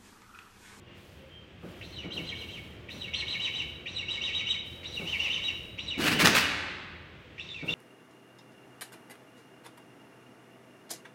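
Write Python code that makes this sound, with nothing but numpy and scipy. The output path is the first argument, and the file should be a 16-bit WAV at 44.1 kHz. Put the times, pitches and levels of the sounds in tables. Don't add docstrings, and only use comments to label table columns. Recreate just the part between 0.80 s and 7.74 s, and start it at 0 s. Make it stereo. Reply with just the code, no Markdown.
import sys
import numpy as np
from scipy import signal
from scipy.fft import rfft, irfft, next_fast_len
from scipy.io import wavfile
from scipy.ndimage import map_coordinates

SR = 44100
rng = np.random.default_rng(int(sys.argv[2]) if len(sys.argv) > 2 else 0)


def pcm_store(signal):
    levels = np.round(np.clip(np.atleast_2d(signal), -1, 1) * 32767)
    wavfile.write(sys.argv[1], SR, levels.astype(np.int16).T)


N = 306054
TIME = np.arange(N) / SR


def amp(db):
    return 10 ** (np.asarray(db) / 20)


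def unit_rms(x):
    return x / np.sqrt(np.mean(x ** 2) + 1e-20)


def lookup(rows, x, column=1):
    columns = np.transpose(rows)
    return np.interp(x, columns[0], columns[column])


def at_hz(rows, hz):
    row_hz, values = np.transpose(rows)
    return np.interp(np.log(hz + 1), np.log(row_hz + 1), values)


def wobble(knots_per_s):
    knots = rng.standard_normal(int(N * knots_per_s / SR) + 4)
    return map_coordinates(knots, [TIME * knots_per_s])


def filtered(x, response):
    size = next_fast_len(N + SR // 2)
    return irfft(rfft(x, size) * response(np.fft.rfftfreq(size, 1 / SR)), size)[..., :N]


def pan(right_db):
    return amp(np.array([[-1], [1]]) * right_db / 2)


def stroke(start_s, length_s, attack_s, t60_s):
    age_s = TIME - start_s
    return np.clip(age_s / attack_s, 0, 1) * amp(-60 * np.maximum(age_s - length_s, 0) / t60_s)


def strokes(rows, swell, t60_s):
    envelope = np.zeros(N)
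    for start_s, length_s, db in rows:
        attack_s = swell * length_s
        ease = np.clip((TIME - start_s) / attack_s, 0, 1)
        envelope += amp(db) * ease * stroke(start_s, length_s, attack_s, t60_s)
    return envelope


def blows(rows, attack_s):
    envelope = np.zeros(N)
    for start_s, db, t60_s in rows:
        age_s = np.maximum(TIME - start_s, 0)
        envelope += amp(db - 60 * age_s / t60_s) * (1 - np.exp(-age_s / attack_s))
    return envelope


# f/Hz, left-right correlation
COHERENCE = [(60, 0.98), (130, 0.95), (290, 0.93), (640, 0.61), (1400, -0.12), (3000, -0.25), (15000, 0.11)]


def noise(spectrum):
    def mid_side_gains(hz):
        angle = np.arccos(np.clip(at_hz(COHERENCE, hz), -1, 1)) / 2
        return amp(at_hz(spectrum, hz)) * [np.cos(angle), np.sin(angle)]
    mid, side = filtered(rng.standard_normal((2, N)), mid_side_gains)
    return unit_rms(np.array([mid + side, mid - side]))


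# f/Hz, t60/s
ROOM_DECAY = [(100, 0.68), (300, 0.89), (900, 1.07), (2000, 1.1), (3800, 0.99), (5500, 0.61), (8000, 0.53),
              (15000, 0.24)]


def room(x, decay_scale):
    white = noise([(20, 0), (20000, 0)])[:, :SR + SR // 2]
    hz, age_s, bins = signal.stft(white, SR, nperseg=256)
    t60_s = decay_scale * at_hz(ROOM_DECAY, hz)[:, None]
    tail = signal.istft(bins * amp(-60 * age_s / t60_s), SR, nperseg=256)[1]
    tail /= np.linalg.norm(tail, axis=1, keepdims=True)
    delayed = np.pad(tail, ((0, 0), (SR // 400, 0)))
    return signal.fftconvolve(np.atleast_2d(x), delayed, axes=1)[:, :N]


# start/s, end/s, f/Hz, level/dB
HORNS_AND_BRAKES = [(0, 0.154, 2820, -63.5), (0, 0.123, 1105, -69), (0.363, 0.493, 533, -65),
                    (0.48, 0.618, 3150, -53.5)]


def horns_and_brakes(ramp_s=0.028, jitter=0.0078):
    tones = np.zeros(N)
    for start_s, end_s, hz, db in HORNS_AND_BRAKES:
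        gate = np.clip(np.minimum(TIME - start_s, end_s - TIME) / ramp_s, 0, 1)
        pitch_hz = hz * (1 + jitter * wobble(300))
        tones += amp(db) * gate * np.sin(2 * np.pi * np.cumsum(pitch_hz) / SR)
    return amp(5) * room(tones, decay_scale=0.29)


# f/Hz, relative density/dB
TRAFFIC_SPECTRUM = [(13, -66.5), (22, -29.5), (47, -11), (81, 3.5), (123, -3.5), (155, -3), (269, -9),
                    (349, -8), (376, -14.5), (487, -9), (700, -18.5), (910, -47), (1540, -120)]
STREET_SPECTRUM = [(180, -54.5), (300, -33), (356, 8), (466, -14), (538, -23), (586, -7), (1100, -6),
                   (2650, -2.5), (3180, -2.5), (3890, -13.5), (9000, -33), (11700, -88), (19800, -120)]


def city(hum_db=-53, wash_db=-55):
    at_gap = stroke(start_s=0.76, length_s=5, attack_s=0.22, t60_s=2.44)
    hum = amp(hum_db + 5 * at_gap + 0.22 * wobble(8.6)) * noise(TRAFFIC_SPECTRUM)
    wash = amp(wash_db + 2 * at_gap + 1.2 * wobble(7.2)) * noise(STREET_SPECTRUM)
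    return hum * pan(right_db=0.5) + wash * pan(right_db=4)


# t/s, level/dB, t60/s
HAND_BUMPS = [(.828, -38.5, 0.44), (1.24, -40.5, 0.99), (1.36, -44, 0.75), (2.14, -45, 0.52),
              (4.195, -36, 0.4), (6.825, -37, .6), (6.885, -41, 0.53)]
# start/s, length/s, level/dB
SLEEVE_BRUSHES = [(.11, .23, -60.5), (.76, 0.34, -59.5), (1.32, 0.072, -54.5), (1.49, .35, -59),
                  (2.08, 0.11, -56.5), (2.35, 0.55, -61), (3.2, 0.55, -68.5), (3.83, 0.11, -57.5),
                  (4.05, .4, -53), (4.55, 0.31, -59.5), (6.39, 0.045, -75.5), (6.82, 0.15, -54)]
# f/Hz, relative density/dB
BUMP_SPECTRUM = [(53, -43), (90, -17), (141, -3.5), (168, 4.5), (231, -8), (285, -2.5), (545, -9.5),
                 (959, -20.5), (1500, -17.5), (1950, -41), (3300, -120)]
SLEEVE_SPECTRUM = [(200, -11), (500, 16), (1500, 4), (4000, 8.5), (7000, 1), (12000, -1), (16000, -3.5)]


def handling():
    bumps = blows(HAND_BUMPS, attack_s=0.0021) * noise(BUMP_SPECTRUM)
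    rubbing = strokes(SLEEVE_BRUSHES, swell=0.3, t60_s=0.99) * amp(0.95 * wobble(100))
    return bumps + rubbing * noise(SLEEVE_SPECTRUM) * pan(right_db=4)


# start/s, length/s, level/dB
WINDOW_SHOVES = [(5.16, 0.17, -28), (5.243, .04, -28.5), (5.382, 0.041, -21.5), (5.436, 0.04, -19),
                 (5.538, 0.044, -19)]
ROLLER_RUN = [(5.14, 0.4, -31.5)]
# t/s, level/dB, t60/s
FRAME_THUD = [(5.44, -19.5, 0.18)]
FRAME_CLACK = [(5.4578, -1, 0.0091), (5.4643, -19, 0.0061), (5.472, -3, 0.012)]
# f/Hz, relative density/dB
SCRAPE_SPECTRUM = [(240, -24), (400, -10), (570, -12), (826, -10.5), (906, -12.5), (1070, -6.5),
                   (1650, -2.5), (2710, -3), (2970, -8.5), (4430, -9.5), (5850, -16.5), (14100, -25.5),
                   (16000, -21.5)]
ROLLER_SPECTRUM = [(20, -72), (35, -50), (60, -17.5), (161, -1.5), (253, 1.5), (461, -11), (553, -12),
                   (592, -14), (786, -13.5), (900, -20), (1170, -21), (1980, -120)]
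CLACK_SPECTRUM = [(30, -46), (60, -26.5), (200, 2), (500, -13), (1000, 13.5), (3000, 11), (5800, 10),
                  (8500, -5), (15000, -13)]


def window():
    grit = unit_rms(amp(2 * wobble(500) + 1.2 * wobble(70)))
    shoves = strokes(WINDOW_SHOVES, swell=0.33, t60_s=0.16)
    scrape = shoves * grit * noise(SCRAPE_SPECTRUM) * pan(right_db=3.5)
    weight = strokes(ROLLER_RUN, swell=0.14, t60_s=0.4) + blows(FRAME_THUD, attack_s=0.0147)
    rumble = weight * amp(2.5 * wobble(60)) * noise(ROLLER_SPECTRUM)
    clack = blows(FRAME_CLACK, attack_s=0.00029) * noise(CLACK_SPECTRUM) * pan(right_db=-3.5)
    bright_tail = amp(-7) * room(scrape + clack, decay_scale=1.46)
    low_tail = amp(-11) * room(rumble, decay_scale=1.72)
    return scrape + rumble + clack + bright_tail + low_tail


def recess(x, count=7, reflection=0.41):
    pair = np.array([x, x])
    for channel in pair:
        for delay_s in rng.uniform(0.002, 0.02, count):
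            channel += reflection * rng.choice([-1, 1]) * np.pad(x, (round(delay_s * SR), 0))[:N]
    return pair


# start/s, length/s, level/dB
LONG_WHISTLES = [(1.01, 0.24, -39.5), (2.085, 0.2, -37), (3.057, .174, -34.5), (4.03, .189, -33.5),
                 (4.975, .187, -33.5), (6.577, 0.25, -37)]
# peak t/s, peak tension, level/dB
CHITTER_NOTES = [(1.346, 1.02, -35), (1.475, 0.95, -34), (1.59, 0.93, -38), (1.726, 0.82, -37),
                 (2.38, 1.37, -27.5), (2.509, 1.13, -28.5), (2.634, .89, -27), (2.772, .89, -29),
                 (3.323, .94, -28), (3.449, .84, -27), (3.565, 0.89, -28), (3.701, .85, -29.5),
                 (4.301, 0.79, -26.5), (4.425, 0.65, -24.5), (4.534, 0.81, -27), (4.657, .92, -29.5),
                 (5.251, .72, -28), (5.364, .79, -27.5), (5.63, .71, -32), (6.917, 1, -27.5)]


def notes(whistle_rise_s=0.058, whistle_tension=1.5, whistle_tuning=0.975, chitter_rise_s=0.054):
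    rows = []
    for start_s, length_s, db in LONG_WHISTLES:
        peak_s = start_s + whistle_rise_s
        rows.append((start_s, peak_s, start_s + length_s, whistle_tension, whistle_tuning, db))
    for peak_s, tension, db in CHITTER_NOTES:
        fall_s = 0.052 / tension ** 0.5
        rows.append((peak_s - chitter_rise_s, peak_s, peak_s + fall_s, tension, 1, db))
    return sorted(rows)


# t/s, pitch factor
PITCH_SINK = [(1.6, 1.055), (2.4, 1.025), (3.4, 1.012), (5.4, 1.0), (6.6, .92)]


def gestures(rise_power=1.1, fall_power=1.35):
    tension, tuning, envelope, burst = np.zeros(N), np.ones(N), np.zeros(N), np.zeros(N)
    for start_s, peak_s, end_s, peak_tension, pitch_factor, db in notes():
        on = TIME >= start_s
        t = TIME[on]
        rise = np.sin(np.pi / 2 * np.minimum((t - start_s) / (peak_s - start_s), 1))
        fall = np.abs(np.cos(np.pi / 2 * np.minimum((t - peak_s) / (end_s - peak_s), 1)))
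        tension[on] = peak_tension * np.where(t < peak_s, rise ** rise_power, fall ** fall_power)
        tuning[on] = pitch_factor * lookup(PITCH_SINK, start_s)
        force = np.interp(peak_tension, [0.6, 1.3, 1.5], [0.1, 0.5, 1])
        attack_s = np.interp(force, [0.5, 1], [0.032, 0.005])
        burst[on] = force * np.interp(t - start_s, [0, 0.02, 0.04], [1.2, 1.2, 0.2])
        envelope = np.maximum(envelope, amp(db) * stroke(start_s, end_s - start_s, attack_s, t60_s=0.08))
    return tension, tuning, envelope, burst


# tension, f/Hz before tuning
SYRINX_REGISTERS = [(0, 2220), (.45, 2740), (.65, 2970), (.8, 3040), (.81, 3760), (1, 3900), (1.3, 4130),
                    (1.31, 5700), (1.8, 6300)]
# tension, fundamental/dB, overtones/dB, hoarseness 0-1
SYRINX_TIMBRE = [(0, -5, -22, .6), (.3, -3, -16, .45), (.5, 2, -1, .14), (.8, 4.5, 3, .1),
                 (.82, -6.5, -7, .25), (1.28, -2, -5, .45), (1.34, -4.5, -20, .8)]


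def syrinx(tension, tuning, envelope, burst, rasp=0.87, flutter_db=3.5, jitter=0.00545):
    tone_db, overtone_db, hoarseness = [lookup(SYRINX_TIMBRE, tension, column) for column in (1, 2, 3)]
    pitch_hz = tuning ** np.minimum(2 * tension, 1) * lookup(SYRINX_REGISTERS, tension)
    pitch_hz *= 1 + jitter * (wobble(110) + wobble(450))
    phase = 2 * np.pi * np.cumsum(pitch_hz) / SR
    flap = rasp * np.maximum(hoarseness, burst) * wobble(1300)
    sputter = 0.45 + wobble(500)
    tone = amp(tone_db) * np.sin(phase) * (1 + flap)
    overtones = amp(overtone_db) * (amp(-3) * np.sin(2 * phase) + amp(-20) * np.sin(3 * phase))
    flutter = amp(flutter_db * wobble(90))
    return np.sqrt(2) * envelope * flutter * (tone + sputter * overtones)


# f/Hz, gain/dB
THROAT_RESPONSE = [(1200, -49.5), (1900, -3), (2250, -3), (2500, -8), (2780, -1.5), (3000, -8.5),
                   (3300, -8.5), (3600, -1), (3870, 2), (4100, -11.5), (4500, -12), (5200, -38),
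                   (5650, -16.5), (6000, -25), (6600, -31.5), (7650, -23.5), (9000, -35.5), (14000, -46)]
# f/Hz, relative density/dB
BEAK_SPECTRUM = [(250, -24), (550, -5.5), (1100, 1.5), (2000, -17), (3100, 7.5), (4000, -2.5), (6000, -5),
                 (10000, -32), (15000, -43)]
# t/s, right over left/dB
KITE_BEARING = [(1.2, 5), (2.7, 5), (4.5, 3.5), (6.6, 4.5)]


def kite():
    tension, tuning, envelope, burst = gestures()
    whistle = syrinx(tension, tuning, envelope, burst)
    hiss = amp(-6) * envelope * rng.standard_normal(N)
    voice = filtered(whistle + hiss, lambda hz: amp(at_hz(THROAT_RESPONSE, hz)))
    air = amp(-19.5) * envelope * noise(BEAK_SPECTRUM)
    near = amp(-3.5) * recess(voice) + air
    tail = amp(-5) * room(voice + air, decay_scale=0.94)
    return (near + tail) * pan(lookup(KITE_BEARING, TIME))


def scene():
    return kite() + window() + handling() + city() + horns_and_brakes()


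def record(dry):
    hiss_db, cutoff_hz = -77.5, 15900
    hiss = amp(hiss_db) * rng.standard_normal((2, N))
    return filtered(dry + hiss, lambda hz: hz < cutoff_hz)


dry = scene()
out = record(dry)
pcm_store(out)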